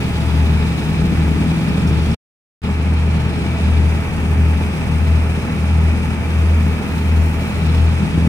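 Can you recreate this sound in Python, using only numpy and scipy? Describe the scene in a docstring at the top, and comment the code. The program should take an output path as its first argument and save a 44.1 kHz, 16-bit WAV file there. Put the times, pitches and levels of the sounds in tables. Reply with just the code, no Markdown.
"""A three-cylinder diesel tractor drives a wheat thresher, heard from the edge of an open field.
From the start the exhaust drone beats slowly against the belt-driven drum; the casing rumbles, the blower
whines and throws out hissing chaff, and another machine hums further off. Near 2 s loose metal ticks,
then the sound cuts out for half a second. The hiss comes back a little weak and recovers, the engine
gains a little speed, and the rumble grows at the very end."""
import sys
import numpy as np
from scipy import signal
from scipy.fft import rfft, irfft
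from scipy.io import wavfile

SR = 44100
rng = np.random.default_rng(int(sys.argv[2]) if len(sys.argv) > 2 else 0)


def master_out(mix):
    """Clip the mix to full scale and print it as 16-bit PCM to the path in sys.argv[1]."""
    frames = np.transpose(np.atleast_2d(mix))
    ceiling = np.clip(frames, -1, 1)
    pcm = np.round(ceiling * 32767).astype(np.int16)
    wavfile.write(sys.argv[1], SR, pcm)


N = 365148
TIME = np.arange(N) / SR
FREQ = np.maximum(np.arange(N // 2 + 1) * SR / N, 1)
GAP_FROM_S, GAP_TO_S = 2.144, 2.618  # the sound cuts out between these times


def undb(db):
    """Turn decibels into a gain."""
    return 10 ** (np.asarray(db) / 20)


def unit(x):
    """Scale a signal to an average strength (rms) of 1."""
    return x / np.sqrt(np.mean(x ** 2))


def curves(rows):
    """One value per sample for each column of a time table."""
    seconds, *columns = np.transpose(rows)
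    return [np.interp(TIME, seconds, column) for column in columns]


def across(rows):
    """One value per frequency from (Hz, value) points."""
    hz, value = np.transpose(rows)
    return np.interp(np.log(FREQ), np.log(hz), value)


def walk(rate, steps=4096):
    """A smooth random wobble of size about 1, with about `rate` turns a second."""
    hz = np.arange(steps // 2 + 1) * SR / N
    slow = unit(irfft(rfft(rng.standard_normal(steps)) / (1 + (hz / rate) ** 4)))
    return np.interp(TIME, np.linspace(0, TIME[-1], steps), slow)


def turns(hz):
    """Count the cycles completed at a changing rate."""
    return np.cumsum(hz) / SR


def tone(cycles):
    """A sine wave of rms 1."""
    return np.sqrt(2) * np.sin(2 * np.pi * cycles)


def noise():
    """Three unrelated white noises."""
    return rng.standard_normal((3, N))


def resonance(hz, width):
    """How a part that rings at one pitch answers each frequency; the gain is 1 at that pitch."""
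    return 1 / (1 + 1j * (FREQ / hz - hz / FREQ) * hz / width)


# How alike left and right are. Each row: frequency in Hz, share of the sound common to both.
COMMON_SHARE = [(60, 0.89), (250, 0.9), (550, 0.76), (750, 0.51), (1500, 0.28), (2200, 0.84), (2500, 0.74),
                (3800, 0.46), (5500, 0.22), (7000, 0.1)]
# How far the left side runs ahead. Each row: frequency in Hz, lead in radians.
LEFT_LEAD = [(50, 0.5), (650, 0.61), (1050, 1.53), (1700, 1), (2200, 1.49), (2700, 3.5), (3300, 4),
             (4600, 3.5), (7000, 7.5)]
def spread(noises, colour):
    """Colour three noises: one comes straight to both sides, the others are scattered to one each."""
    direct, *scattered = rfft(noises)
    share = np.clip(across(COMMON_SHARE), 0, 1)
    lead = np.exp(.5j * np.outer([1, -1], across(LEFT_LEAD)))
    sides = np.sqrt(share) * lead * direct + np.sqrt(1 - share) * np.array(scattered)
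    return unit(irfft(sides * undb(across(colour)), N))


def breeze(level_db=-44, centre_hz=55, gust_db=3):
    """Light wind flutters on each side separately."""
    flutter = irfft(rfft(rng.standard_normal((2, N))) * resonance(centre_hz, width=50) ** 2, N)
    return unit(flutter) * undb(level_db + gust_db * walk(5.3))


# The far machine's speed. Each row: time in seconds, firings per second.
FAR_SPEED = [(0, 39.8), (1.3, 40.78), (2.7, 41.17), (6, 40.46), (8.28, 41.88)]
# Its hum. Each row: time in seconds, levels in dB of the tones at 3 and at 4 times the firing rate.
FAR_HUM = [(0, -23, -30.5), (.8, -36, -22), (1.5, -31.5, -19), (2.7, -28, -33), (3.4, -28, -28),
           (4.3, -30.5, -33), (5.9, -28.5, -31), (6.6, -41, -38), (7.9, -26.5, -33), (8.28, -47, -17)]
# Its higher tones. Each row: multiple of the firing rate, level in dB against the tone at 4 times.
FAR_UPPER = [(6, -13), (7, -13.5), (8, -18)]
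def far_machine():
    """A distant machine hums at multiples of its firing rate; the air makes each tone waver."""
    third_db, fourth_db = curves(FAR_HUM)
    firing = turns(curves(FAR_SPEED)[0] * (1 + 0.0025 * walk(3.02)))
    third = undb(third_db + 1.8 * walk(4)) * tone(3 * firing)
    fourth = undb(fourth_db + 1.9 * walk(9)) * tone(4 * firing)
    upper = sum(undb(fourth_db + db + 2.5 * walk(7.9)) * tone(k * firing) for k, db in FAR_UPPER)
    return third + fourth + upper


# Faint metal ticks. Each row: start in seconds, relative level in dB.
TICKS = [(1.6897, -30.5), (1.796, -32), (1.874, -27.5), (1.929, -33), (2.034, -34), (2.1134, -30)]
def ticks(ring_hz=5330, ring_s=.035, gain_db=-5.0):
    """Small knocks make a loose metal part ring briefly at one pitch."""
    out = np.zeros(N)
    for start, db in TICKS:
        age = np.maximum(TIME - start, 0)
        out += undb(db + gain_db - 60 * age / ring_s) * np.sin(2 * np.pi * ring_hz * age)
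    return out


# The thresher's ringing panels. Each row: pitch in Hz, rough width in Hz, relative level in dB.
PANELS = [(264.3, 9.9, -40), (337.3, 12.8, -46.5), (407, 6.2, -43.5), (663, 18, -47), (1115, 26, -51.5),
          (1739, 9.1, -51.5), (2358, 150, -42), (2550, 190, -44)]
def panels():
    """The flying crop keeps the sheet metal ringing; each side hears its own mix."""
    blows = rfft(rng.standard_normal((2, N)))
    blows = blows + blows[::-1] / (1 + (FREQ / 700) ** 2)  # low notes reach both sides alike
    ringing = sum(undb(db) * resonance(hz, width) ** 2 * np.sqrt(SR / width) for hz, width, db in PANELS)
    return 0.67 * irfft(blows * ringing, N)


# The level of the rattling hiss over time; it dips briefly under the drone swell near 4.4 s.
# Each row: time in seconds, level in dB against the usual one.
RATTLE_LEVEL = [(0, 5), (1.4, 2), (2.14, 4), (2.7, -0.5), (3.65, 2.5), (4.36, -6.5), (4.6, -1.5), (6.1, -4),
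                (7.3, -2), (7.7, 3.5), (8.28, -1)]
def hiss_levels(recover_s=0.91):
    """Levels in dB of air, straw and chaff; air and chaff follow the rattle a little and sag after the gap."""
    rattle_db, = curves(RATTLE_LEVEL)
    sag = (TIME > GAP_TO_S) * np.exp(-((TIME - GAP_TO_S) / recover_s) ** 2)
    rush_db = -29.5 + .06 * rattle_db - 1.1 * sag
    straw_db = -43 + rattle_db
    chaff_db = -42.5 + .12 * rattle_db - 3.0 * sag
    return rush_db, straw_db, chaff_db


# The rattle of coarse straw. Each row: frequency in Hz, relative level in dB.
STRAW = [(1500, -19.5), (2900, 5.5), (3700, 4), (5200, -3), (6500, -20.5), (9000, -26.5)]
# The hiss of fine chaff. Each row: frequency in Hz, relative level in dB.
CHAFF = [(1500, -16), (3200, 3.5), (4500, 1.5), (5400, 2.5), (7000, -1.5), (8000, -1), (9200, 0.5),
         (10300, -6), (11500, -8.5), (15500, -18.5)]
def debris(colour, level_db, grain_db, flutter_db):
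    """Countless bits of uneven size strike the chute."""
    grains = noise() * undb(grain_db * noise())
    return spread(grains, colour) * undb(level_db + flutter_db * walk(30))


def over_ground(sides, gain=0.16, lag_s=0.000818, drift=0.061):
    """Add a weak, late bounce off the field; moving air shifts it, so the hiss slowly changes colour."""
    late = TIME - lag_s * (1 + drift * walk(0.67))
    return np.array([side + gain * np.interp(late, TIME, side) for side in sides])


# Air rushing through the blower. Each row: frequency in Hz, relative level in dB.
RUSH = [(150, -9.5), (450, 0.5), (600, -1), (740, -1.5), (860, 3), (1080, -4.5), (1300, -1.5), (1550, -5),
        (2100, -5.5), (2500, -0.5), (2850, -8.5), (4000, -23), (6000, -32.5), (15000, -50)]
# The blower's whine. Each row: multiple of the blade rate, level in dB.
WHINE = [(1, -46.5), (2, -50.5), (3, -51)]
def blower(firing, rush_db, blade_hz=417, flutter_db=0.56):
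    """Rushing air pulses with the engine, and the blades whine unsteadily."""
    pulse = 1 + 0.056 * np.cos(2 * np.pi * firing) + 0.052 * np.cos(4 * np.pi * firing)
    rush = spread(noise() * pulse * undb(flutter_db * walk(37)), RUSH) * undb(rush_db)
    blades = turns(blade_hz * (1 + 0.0129 * walk(14.21)))
    whine = sum(undb(db + 2.2 * walk(8)) * tone(k * blades) for k, db in WHINE)
    return rush + whine


# The casing's rumble. Each row: frequency in Hz, relative level in dB.
CASING = [(20, -28), (45, -21.5), (65, 2.5), (95, 2.5), (130, -1), (160, 1.5), (215, 4), (265, -8),
          (300, -13), (345, -7), (380, -15), (425, -7.5), (500, -43), (900, -55)]
def casing(level_db):
    """The thresher's casing rumbles under its load."""
    return spread(noise(), CASING) * undb(level_db)


def drum_surge(drum_hz=13.5):
    """A pulsing gain: the crop surges through at every turn of the drum, unevenly on alternate turns."""
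    drum = turns(drum_hz * (1 + 0.012 * walk(2.0)))
    return undb(0.19 * tone(drum) + 0.14 * tone(drum / 2))


# The strength of each of the three cylinders, in dB.
CYLINDERS = [4.5, 0, -0.43]
# Where the exhaust pipe rings. Each row: pitch in Hz, rough width in Hz, relative level in dB.
PIPE = [(152, 16.5, 6.5), (193, 68, 10), (251, 19.7, -10), (355, 120, -19), (440, 21, -10.5),
        (480, 8.3, -9.5), (696, 130, -18.5)]
def exhaust(firing, level_db, scatter_db=3.5, jitter_s=0.000071):
    """Each firing, a little uneven in size and time, rings the pipe."""
    starts = np.flatnonzero(np.diff(np.floor(firing)))
    size, late = rng.standard_normal((len(starts), 2)).T
    starts = np.clip(starts + (jitter_s * SR * late).astype(int), 0, N - 1)
    pulses = np.zeros(N)
    pulses[starts] = undb(np.resize(CYLINDERS, len(starts)) + scatter_db * size)
    pipe = sum(undb(db) * resonance(hz, 2 * width) ** 2 for hz, width, db in PIPE)
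    return unit(irfft(rfft(pulses) * pipe, N)) * undb(level_db)


# The exhaust's clean tones. Each row: multiple of the firing rate, level in dB.
EXHAUST_TONES = [(1, -37.5), (4, -34), (5, -35.5), (6, -35), (12, -46)]
def exhaust_tones(firing, waver_db=4.0):
    """The steady part of the exhaust; moving air fades each tone on its own."""
    return sum(undb(db + waver_db * walk(4.05)) * tone(k * firing + rng.random())
               for k, db in EXHAUST_TONES)


# Swells, when drum and exhaust fall in step. Each row: time in seconds, peak level in dB.
SWELLS = [(-.35, -10), (.5, -12.5), (1.25, -17), (1.99, -16.5), (2.97, -14), (3.79, -12), (4.44, -12.5),
          (5.12, -11), (5.81, -12.5), (6.53, -11.5), (7.17, -12.5), (7.81, -11), (8.36, -12)]
def drone(firing, drum_db=-5.5, crest_db=2.5, waver_db=.6):
    """The exhaust's main tone and the drum's slightly faster one add up and partly cancel in turn."""
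    lead = np.interp(TIME, np.transpose(SWELLS)[0], np.arange(len(SWELLS)))  # one cycle gained per swell
    peak_db, = curves(SWELLS)
    drum_gain = undb(drum_db)
    pair = (tone(2 * firing) + drum_gain * tone(2 * firing + lead)) / (1 + drum_gain)
    off_peak = 1 - np.cos(np.pi * lead) ** 6
    return pair * undb(peak_db - crest_db * off_peak + waver_db * walk(9))


# The tractor engine's speed. Each row: time in seconds, firings per second.
ENGINE_SPEED = [(0, 38.3), (2.1, 38.1), (2.7, 38.9), (4.4, 39.15), (5.8, 39.55), (8.28, 39.8)]
# The load, heard in casing and exhaust. Each row: time in seconds, relative level in dB.
LOAD = [(0, -22), (.6, -22.5), (1.2, -19.5), (2.14, -21), (2.62, -26.5), (3.3, -22), (6.4, -23.5), (8, -23),
        (8.28, -16.5)]
def scene(exhaust_db=-8.0, casing_db=-0.6):
    """Tractor and thresher on open ground, with no walls to echo them."""
    firing = turns(curves(ENGINE_SPEED)[0])
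    load_db, = curves(LOAD)
    rush_db, straw_db, chaff_db = hiss_levels()
    surge = drum_surge()
    straw = debris(STRAW, straw_db, grain_db=3, flutter_db=1.8)
    chaff = debris(CHAFF, chaff_db, grain_db=4.5, flutter_db=0.97)
    rumble = casing(load_db + casing_db)
    engine = drone(firing) + exhaust_tones(firing) + exhaust(firing, load_db + exhaust_db)
    threshing = blower(firing, rush_db) + panels() + over_ground(straw + chaff)
    thresher = ticks() + rumble + surge * threshing
    sway = undb(0.33 * np.outer([1, -1], walk(4.8)))  # the engine wavers between left and right
    return far_machine() + breeze() + thresher + engine * sway


# The very top of the hiss on the right. Each row: time in seconds, boost in dB.
TREBLE = [(0, 4.5), (2.1, 2), (3.8, 0), (3.95, 4), (6, 1.5), (6.8, 6), (7.35, 6.5), (8.28, 0)]
def wandering_treble(x, from_s=4.2, to_s=7.6, fade_s=.2, start_hz=6950, hz_per_s=350, half_width_hz=600):
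    """The top of the hiss swells and sinks, and a narrow hollow slides upward below it."""
    boost_db, = curves(TREBLE)
    top = irfft(rfft(x) * across([(9500, 0), (12000, 1)]), N)
    depth = 0.33 * np.clip(np.minimum(TIME - from_s, to_s - TIME) / fade_s, 0, 1)
    slide = np.exp(2j * np.pi * turns(start_hz + hz_per_s * (TIME - from_s)))
    lowpass = signal.butter(2, half_width_hz, fs=SR, output="sos")
    band = 2 * np.real(slide * signal.sosfiltfilt(lowpass, x / slide))  # what lies near the sliding pitch
    return x + top * (undb(boost_db) - 1) - depth * band


# The balance between the sides. Each row: frequency in Hz, left minus right in dB.
BALANCE = [(100, 1.4), (250, 1.3), (550, -2.5), (1000, -2.5), (2200, .5), (5700, 0.5), (6800, -7),
           (8000, 5), (9300, 5.5), (10200, -0.5), (12000, 2), (15000, -11)]
def record(dry, top_hz=15600):
    """Colour each side, cut the sound out once, fade it quickly back in and remove the highest treble."""
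    end_fades = np.clip(np.minimum(TIME, TIME[-1] - TIME) / .004, 0, 1)
    balance = undb(np.outer([.5, -.5], across(BALANCE)))
    left, right = irfft(rfft(dry * end_fades) * balance, N)
    cut_out = np.exp(-np.maximum(TIME - GAP_FROM_S, 0) / .0025)
    fade_in = (TIME > GAP_TO_S) * np.interp(TIME - GAP_TO_S, [0, .012, .022], [.15, .22, 1])
    sides = np.array([left, wandering_treble(right)]) * (cut_out + fade_in)
    return signal.sosfilt(signal.ellip(10, .1, 80, top_hz, fs=SR, output="sos"), sides)


dry = scene()
out = record(dry)
master_out(out)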